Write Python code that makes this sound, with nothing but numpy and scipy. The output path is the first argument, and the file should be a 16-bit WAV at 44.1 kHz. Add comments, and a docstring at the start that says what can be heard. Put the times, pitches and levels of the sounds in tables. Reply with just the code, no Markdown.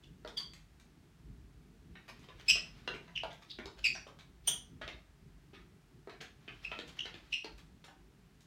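"""Running shoes on a tiled floor

Rubber treads chirp by stick-slip oscillation as shoes step and pivot in a small, hard-walled room.
Heels and toes land as damped modes and filtered noise bursts; scuffs and lace ticks are shaped noise.
Clothes rustle faintly as slowly modulated noise, over a low, uneven rumble and a steady faint hiss.
Decaying noise serves as the room's response to the chirps, contacts, scuffs and ticks."""
import sys
import numpy as np
from scipy import signal
from scipy.fft import rfft, irfft, next_fast_len
from scipy.io import wavfile
from scipy.ndimage import uniform_filter1d, map_coordinates

SR = 44100
rng = np.random.default_rng(int(sys.argv[2]) if len(sys.argv) > 2 else 0)


def int16_out(signal):
    """Quantize to a 16-bit WAV file."""
    q = np.round(np.clip(np.atleast_2d(signal).T, -1, 1) * 32767)
    wavfile.write(sys.argv[1], SR, q.astype(np.int16))


N = 373086  # length of the scene in samples
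T = np.arange(SR * 2 // 5) / SR  # time axis of one short event, 0.4 s
TOP_HZ = 15830  # upper limit of the audible band

# Noise spectrum of a soft rubbing surface, sole or fabric.
# Each row: frequency in Hz, density in dB per Hz (relative).
RUBBING = [(100, -30.5), (500, -3.5), (1200, 0), (2400, 0.5), (4000, -3), (6000, -11), (9000, -23),
           (16000, -30)]


def squeaks():
    """Stick-slip: a sliding tread sustains an oscillation whose pitch and strength follow its uneven grip."""
    # Tread chirps. Each row: time of full strength in s, sliding time in s, start and end pitch in Hz
    # before roughness, level of the loudest 20 ms in dB, 2nd and 3rd harmonic in dB against the 1st,
    # pitch roughness as a share, scrape in dB and skipped slips in dB.
    chirps = [ (0.036, 0.0056, 3230, 3070, -62, -15, -35, 0.088, -6, -9),
              (0.372, 0.011, 3400, 3240, -40, -39, -53, 0.0205, -36, -28),
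              (0.376, 0.012, 4810, 4510, -38, -31, -53, 0.0068, -40, -36),
              (2.485, 0.021, 2522, 2677, -23, 1, -11.5, 0.029, -18.5, -21.5),
              (2.498, 0.017, 3040, 2687, -25, -7, -23.5, 0.036, -15, -16),
              (3.16, 0.0059, 3114, 2960, -39, -23.5, -52, 0.065, -21, -26),
              (3.177, 0.0049, 2780, 2860, -37.5, -21, -45, 0.03, -25, -30),
              (3.501, 0.0022, 3910, 3870, -55, -30, -55, 0.078, -2, -49),
              (3.511, 0.0061, 4300, 3750, -46.5, -41, -60, 0.091, -14, -38),
              (3.844, 0.021, 2610, 2577, -27, -12.5, -23.5, 0.042, -18, -19),
              (3.855, 0.016, 2430, 2330, -33.5, 3, -13.5, 0.028, -25, -26),
              (3.943, 0.026, 5900, 5640, -51, -40, -69, 0.013, -36, -30),
              (4.476, 0.0098, 3004, 3020, -28, 1.5, 7, 0.022, -16.5, -25.5),
              (4.479, 0.025, 3327, 3148, -34, -7.5, -29, 0.037, -18.5, -21.5),
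              (6.65, 0.0036, 2730, 2560, -40.5, -18.5, -33, 0.0585, -24, -24),
              (6.9932, 0.0011, 2690, 2900, -39, -17.5, -44, 0.1, -28, -24),
              (7.008, 0.0011, 2904, 3050, -42, -20, -39.5, 0.054, -20.5, -21),
              (7.33, 0.0023, 2746, 2480, -35.5, -17.5, -31, 0.033, -18.5, -13),
              (7.339, 0.006, 2744, 2750, -34.5, -15, -32, 0.035, -27, -20)]
    # 4th and 5th harmonic, each in dB against the 3rd.
    upper_db = [-14, -16]
    # Noise spectrum of a scraping tread. Each row: frequency in Hz, density in dB per Hz (relative).
    scrape_spectrum = [(200, -24), (1400, -7.5), (2200, 3.5), (3500, 7.5), (6000, -2.5), (9000, -16.5),
                       (16000, -22)]
    # louder chirps start more abruptly
    reference_db = -28.5  # chirp level that has the plain onset time
    onset_s, onset_halves_db = 0.0016, 15.5  # onset time; extra level that halves it
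    let_go_s = .0013  # decay time once the tread grips
    # faint noise rising into the chirp: level against the full scrape, rise time
    lead_in_db, lead_in_s = -10, 0.014
    flutter_db, rough_flutter_db = 1.8, 25  # unsteady strength: smooth chirp, extra per share of roughness
    before_s = .04  # time kept ahead of full strength
    out = np.zeros(N)
    t = T - before_s
    for s, length, start_hz, end_hz, db, second_db, third_db, rough, scrape_db, skip_db in chirps:
        extra_db = db - reference_db
        rise_s = onset_s * .5 ** (extra_db / onset_halves_db)
        grip = wobble(500, len(T)) + .45 * wobble(1300, len(T))
        pitch = np.interp(t, [0, length], [start_hz, end_hz]) * (1 + rough * grip)
        phase = 2 * np.pi * np.cumsum(pitch) / SR
        levels = [0, second_db, third_db, *(third_db + np.array(upper_db))]
        tone = tread_tone(phase, start_hz, levels, rough)
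        # a poor grip scrapes, and makes every other slip weaker: a partial between the first two harmonics
        scrape = amp(scrape_db) * unit(colour(rng.standard_normal(len(T)), scrape_spectrum))
        skips = amp(skip_db) * wobble(700, len(T)) * np.sin(phase + phase / 2)
        # the chirp rises exponentially, holds while the tread slides and stops when it grips
        onset = np.exp(np.minimum(t, 0) / rise_s)
        lead_in = amp(lead_in_db) * np.exp(np.minimum(t, 0) / lead_in_s)
        sliding = np.exp(-np.maximum(t - length, 0) / let_go_s)
        flutter = amp((flutter_db + rough_flutter_db * rough) * wobble(452.5, len(T)))
        source = (unit(tone) + skips) * onset + scrape * np.maximum(onset, lead_in)
        chirp = source * sliding * flutter
        add(out, s - before_s, at_level(room(chirp, wet_db=-2.5), db))
    return out


def tread_tone(phase, start_hz, levels, rough):
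    """Phase incoherence: neighbouring tread blocks slip out of step and blur each harmonic into a band."""
    blur_share = 6  # blur per share of roughness
    skirt_share = .3  # fast part of the blur, which widens each partial

    def blur():
        return rough * blur_share * (wobble(750, len(T)) + skirt_share * wobble(2000, len(T)))

    tone = 0
    for k, level in enumerate(levels, 1):
        if k * start_hz < SR / 2:
            partial = (1 + blur()) * np.sin(k * phase) + blur() * np.cos(k * phase)
            tone = tone + amp(level) * partial
    return tone


def steps(thud_db=6.0, slap_db=1, snap_db=6.5):
    """Impact excitation: the shoe's body thuds, the sole slaps and the tread edge snaps."""
    # Heel and toe contacts. Each row: start in s; thud, slap and snap in dB, before the offset of each
    # part and the standing waves; thud, slap and snap frequency in Hz; time to settle in s.
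    contacts = [ (0.248, -51.5, -55.5, -65.5, 648, 1220, 3940, 0.00094),
                (.275, -65, -66, -58, 560, 1360, 3430, 0.0014),
                (1.953, -73, -58.5, -78, 544, 1876, 3070, 0.0014),
                (2.286, -63, -60, -66.5, 560, 1700, 3300, 0.0026),
                (2.554, -56, -54.5, -55, 547, 1790, 3820, 0.003),
                (2.876, -49, -46.5, -46.5, 523, 1540, 3200, 0.00099),
                (2.939, -54.5, -55, -62, 403, 1710, 2870, 0.00092),
                (3.078, -84, -63, -72, 845, 1420, 3600, 0.0012),
                (3.234, -48.5, -48, -57.5, 692, 1090, 4080, 0.00047),
                (3.302, -72, -63, -64, 495, 1710, 3670, 0.0095),
                (3.586, -52, -52, -61.5, 318, 1630, 3150, 0.0016),
                (3.657, -55, -59.5, -56.5, 390, 1610, 4100, 0.00029),
                (3.95, -60.5, -53.5, -58, 830, 1560, 4200, 0.00098),
                (4.066, -59.5, -60.5, -68.5, 572, 1220, 3520, 0.0034),
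                (4.476, -56.5, -52, -65.5, 723, 1700, 3220, 0.0018),
                (4.813, -54.5, -49.5, -58.5, 608, 1870, 3520, 0.0033),
                (4.877, -56, -53, -53, 514, 2170, 3450, 0.0015),
                (5.530, -63, -63, -69.5, 389.5, 1655, 3550, 0.015),
                (6.072, -53.5, -59, -75.5, 474, 1022, 3950, 0.0019),
                (6.094, -70, -58, -68, 520, 2110, 4000, 0.0029),
                (6.204, -72, -61, -60, 550, 2400, 3000, 0.004),
                (6.211, -61, -56.5, -59.5, 547, 2600, 3940, 0.0011),
                (6.478, -60, -56.5, -56.5, 330, 1790, 3060, 0.0019),
                (6.716, -57, -47, -54.5, 625, 1670, 3080, 0.00054),
                (6.789, -52.5, -54.5, -52.5, 440, 1930, 3640, 0.001),
                (7.054, -58.5, -52.5, -57, 461, 2220, 4000, 0.0022),
                (7.141, -60, -61, -59.5, 373, 2170, 3250, 0.0012),
                (7.444, -53, -56, -55, 411, 1910, 4180, 0.0013),
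                (7.84, -68.5, -65.5, -65, 597, 1432, 3700, 0.0019),
                (7.882, -65.5, -65.5, -74.5, 796, 1130, 3060, 0.0041)]
    # Slap of the sole. Each row: frequency over the contact's slap frequency, density in dB per Hz (relative).
    slap_shape = [(.12, -21), (.4, -10.5), (.75, -2), (1.1, -4), (1.6, -9.5), (2.3, -17), (5, -45)]
    # Snap of the tread edge. Each row: frequency over the contact's snap frequency,
    # density in dB per Hz (relative).
    snap_shape = [(.3, -28.5), (0.699, -5), (.9, 2.5), (1.072, 5), (1.301, -8.5), (1.7, -12), (2.2, -23.5),
                  (4.002, -41.5)]
    # Standing waves between floor and furniture, colouring every footfall.
    # Each row: frequency in Hz, gain in dB.
    standing_waves = [(330, 0), (430, 2.5), (540, -5), (650, 4.5), (800, 0.5), (2700, 3.5), (3600, -0.5),
                      (4400, 0)]
    out = np.zeros(N)
    for s, thud, slap, snap, thud_hz, slap_hz, snap_hz, settle in contacts:
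        body = knock(thud_hz) * (1 - np.exp(-T / settle))
        sole = echoed(impact(settle, slap_shape, slap_hz))
        edge = echoed(impact(settle, snap_shape, snap_hz))
        add(out, s, at_level(room(body, wet_db=-2.0), thud + thud_db))
        add(out, s, at_level(room(sole, wet_db=4), slap + slap_db))
        add(out, s, at_level(room(edge, wet_db=-2), snap + snap_db))
    return colour(out, standing_waves)


def knock(hz, detune=0.062):
    """Modal superposition: the hollow shoe rings in damped modes, shifted by how the foot loads it."""
    # Modes of the shoe. Each row: frequency over the thud's, before detuning;
    # mean level in dB; time to lose 60 dB in s.
    modes = [(0.42, -13, .04), (0.739, -4, 0.03), (0.999, -2, 0.038), (1.4, -9.5, 0.035),
             (2.001, -8, 0.021)]
    load_db = 3  # how much each mode's strength differs from step to step
    chance = rng.standard_normal((len(modes), 2))
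    out = np.zeros(len(T))
    for k, ((ratio, db, t60), (load, shift)) in enumerate(zip(modes, chance)):
        mode_hz = hz * ratio * (1 + detune * shift)
        ring = fade(T, t60) * np.sin(2 * np.pi * mode_hz * T)
        out += (-1) ** k * amp(db + load_db * load) * ring  # neighbouring modes alternate in sign
    return out


def impact(settle, shape, centre_hz):
    """Source and filter: tread blocks meet the tile in turn, a gritty burst through the bent sole's resonances."""
    grit_db = 5  # unevenness of the tread blocks
    release_s, release_growth = .0015, 1.4  # shortest release, and its growth per second of settling
    press = (1 - np.exp(-(2 * T / settle) ** 2)) * np.exp(-T / (release_s + release_growth * settle))
    grit = rng.standard_normal(len(T)) * amp(grit_db * wobble(1200, len(T)))
    return colour(grit * press, rippled(np.array(shape) * [centre_hz, 1]))


def echoed(x):
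    """Specular reflection: the cabinet fronts return one clear echo, its delay varying between contacts."""
    echo_s, spread_s, echo_db = .009, .001, -7  # mean delay, its random spread, level
    out = x.copy()
    add(out, echo_s + spread_s * rng.standard_normal(), amp(echo_db) * x)
    return out


def rippled(spectrum):
    """Bending resonance: the sole bends differently each time and lays new peaks and dips over a spectrum."""
    ripple_db = 3.2  # depth of the resonances
    hz = np.geomspace(100, TOP_HZ, 56)
    return np.column_stack([hz, along(spectrum, hz) + ripple_db * rng.standard_normal(len(hz))])


def scuffs(grain_db=4):
    """Sliding friction: a sole that slides without gripping makes a short, grainy noise."""
    # Soles brushing the tiles. Each row: start in s, level of the loudest 20 ms in dB.
    brushes = [(.388, -55.5), (2.078, -50.5), (2.225, -62.5), (2.39, -57), (3.412, -59), (3.771, -56.5),
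               (4.184, -58), (6.625, -58), (6.866, -57), (6.961, -60), (7.575, -62.5)]
    out = np.zeros(N)
    for s, db in brushes:
        grains = rng.standard_normal(len(T)) * amp(grain_db * wobble(560, len(T)))
        pressure = stroke(length=.02, rise=.014, fall=.013)  # s
        brush = colour(grains * pressure, rippled(RUBBING))
        add(out, s, at_level(room(brush, wet_db=-4.0), db))
    return out


def stroke(length, rise, fall):
    """Friction follows pressure: on a sliding sole it builds, holds for the length and lets go."""
    return (1 - np.exp(-T / rise)) * np.exp(-np.maximum(T - length, 0) / fall)


def laces():
    """Impulsive contact: hard lace tips flick against the shoes as brief coloured noise."""
    # Lace ticks. Each row: start in s, level of the loudest 20 ms in dB.
    flicks = [(0.276, -62), (0.373, -49.5), (.535, -56), (.799, -64.5), (2.194, -67.5), (2.946, -64),
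              (3.329, -65.5), (4.074, -67.5), (6.214, -57.5), (6.879, -62), (7.58, -64), (7.846, -61.5),
              (8.407, -67)]
    # Noise spectrum of a lace tip. Each row: frequency in Hz, density in dB per Hz (relative).
    tip_spectrum = [(500, -4.5), (2500, 5), (4500, 1.5), (7000, 0.5), (10000, -9.5), (16000, -16.5)]
    out = np.zeros(N)
    for s, db in flicks:
        tick = colour(burst(0.0041), tip_spectrum)
        add(out, s, at_level(room(tick, wet_db=2.5), db))
    return out


def burst(decay):
    """Energy dissipation: the noise of a contact dies exponentially with this time constant."""
    return rng.standard_normal(len(T)) * np.exp(-T / decay)


def clothes(grain_db=3):
    """Amplitude modulation: rubbing fabric swells and fades with each turn of the body."""
    # Turns of the body. Each row: middle in s, length in s, peak level in dB before the grain.
    turns = [(2.642, 1, -66.5), (6.91, 0.83, -63.5)]
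    t = np.arange(N) / SR
    motion = sum(amp(db) * np.exp(-(2 * (t - s) / length) ** 2) for s, length, db in turns)
    fabric = unit(colour(rng.standard_normal(N), RUBBING))
    return fabric * motion * amp(grain_db * wobble(30, N))


def background(rumble_db=2, swell_db=2):
    """Stationary and fluctuating noise: an unevenly swelling rumble and a faint even hiss."""
    # Course of the rumble. Each row: time in s, level in dB before the offset and the swelling.
    rumble_course = [(0.0, -60.5), (0.35, -60.5), (0.75, -66), (1.11, -59), (1.58, -62), (2.92, -57),
                     (3.23, -61), (3.91, -58), (4.069, -62), (4.849, -58.5), (5.09, -65), (5.54, -61),
                     (5.73, -63), (6.55, -62.5), (6.97, -59.5), (7.28, -64), (8.46, -65.5)]
    # Spectrum of the rumble. Each row: frequency in Hz, density in dB per Hz (relative).
    rumble_spectrum = [(25, -42.5), (32, -29), (39, -12.5), (48, 3.5), (62, -6), (80, -7.5), (105, -11),
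                       (155, -5.5), (230, -14), (340, -17.5), (440, -20.5), (560, -49.5), (1100, -63.5)]
    # Spectrum of the hiss. Each row: frequency in Hz, density in dB per Hz (relative).
    hiss_spectrum = [(300, -10), (650, 0), (1000, -2.5), (1600, -2.5), (2500, -5.5), (5000, -10.5),
                     (8000, -14.5), (12000, -19.5), (15500, -21)]
    hiss_db = -72.5
    course_db = np.interp(np.arange(N) / SR, *np.transpose(rumble_course))
    level_db = course_db + rumble_db + swell_db * wobble(13.0, N)
    rumble = unit(colour(patchy_noise(), rumble_spectrum)) * amp(level_db)
    hiss = unit(colour(rng.standard_normal(N), hiss_spectrum)) * amp(hiss_db)
    return rumble + hiss


def patchy_noise():
    """Independent band modulation: neighbouring parts of the noise spectrum swell and sink separately."""
    patch_db = 2.5  # depth of the patches
    z = signal.stft(rng.standard_normal(N), nperseg=2048)[2]
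    field = uniform_filter1d(rng.standard_normal(z.shape), size=3, axis=0)  # across frequency
    field = uniform_filter1d(field, size=5, axis=1)  # across time
    return signal.istft(z * amp(patch_db * unit(field)), nperseg=2048)[1][:N]


def room(x, wet_db, build=0.0054, early=0.0022, lumpy_db=6, near_db=3):
    """Reverberation: strong early echoes blur into a decaying tail, new for every sound, added to the direct."""
    # Absorption of the walls. Each row: frequency in Hz, time to lose 60 dB in s.
    reverb_times = [(150, .45), (400, .4), (900, .34), (2800, .31), (5500, .32), (9000, .26), (15000, .21)]
    hz, t, z = signal.stft(rng.standard_normal(len(T)), SR, nperseg=256)
    tail = signal.istft(z * fade(t, along(reverb_times, hz)[:, None]), SR, nperseg=256)[1][:len(T)]
    onset = 1 - np.exp(-(T / build) ** 2)
    early_db = (near_db + lumpy_db * wobble(900, len(T))) * np.exp(-T / early)
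    tail *= onset * amp(early_db)
    return x + amp(wet_db) * signal.fftconvolve(x, tail / np.linalg.norm(tail))[:len(x)]


def fade(t, t60):
    """Exponential decay: gain of a ring that loses 60 dB in t60 seconds."""
    return amp(-60 * t / t60)


def colour(x, spectrum):
    """Minimum-phase filtering: folding the cepstrum gives a causal filter with the spectrum as its gain."""
    m = 2 * next_fast_len(len(x) // 2 + SR // 10)
    cepstrum = irfft(np.log(amp(along(spectrum, np.fft.rfftfreq(m, 1 / SR)))))
    cepstrum[1:m // 2] *= 2
    cepstrum[m // 2 + 1:] = 0
    return irfft(rfft(x, m) * np.exp(rfft(cepstrum)))[:len(x)]


def along(points, hz):
    """Logarithmic frequency scale: read (Hz, value) points between their knots."""
    f, v = np.transpose(points)
    return np.interp(np.log(hz + 1), np.log(f), v)


def wobble(rate, size):
    """Band-limited fluctuation: a smooth random curve with rate knots a second."""
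    knots = rng.standard_normal(int(size * rate / SR) + 4)
    return map_coordinates(knots, [np.arange(size) * rate / SR])


def amp(db):
    """Logarithmic level: decibels to amplitude gain."""
    return 10 ** (np.asarray(db) / 20)


def unit(x):
    """Root mean square: scale a signal to rms 1."""
    return x / np.sqrt(np.mean(x ** 2) + 1e-20)


def at_level(x, db):
    """Short-time level: scale a sound so that its loudest 20 ms have this rms level."""
    return x * amp(db) / np.sqrt(uniform_filter1d(x ** 2, size=SR // 50).max())


def add(track, s, sound):
    """Linear superposition: mix a sound into the track at time s."""
    start = max(round(s * SR), 0)
    part = track[start:start + len(sound)]
    part += sound[:len(part)]


def scene():
    """Superposition: the pressures of shoes, clothes and room sum in one channel."""
    return (squeaks() + steps() + scuffs() + laces() + clothes() + background())[None]


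def record(dry):
    """Band limitation: every component at or above the top frequency is removed."""
    m = next_fast_len(N + SR // 2)
    passed = np.fft.rfftfreq(m, 1 / SR) < TOP_HZ
    return irfft(rfft(dry, m) * passed, m)[..., :N]


dry = scene()
out = record(dry)
int16_out(out)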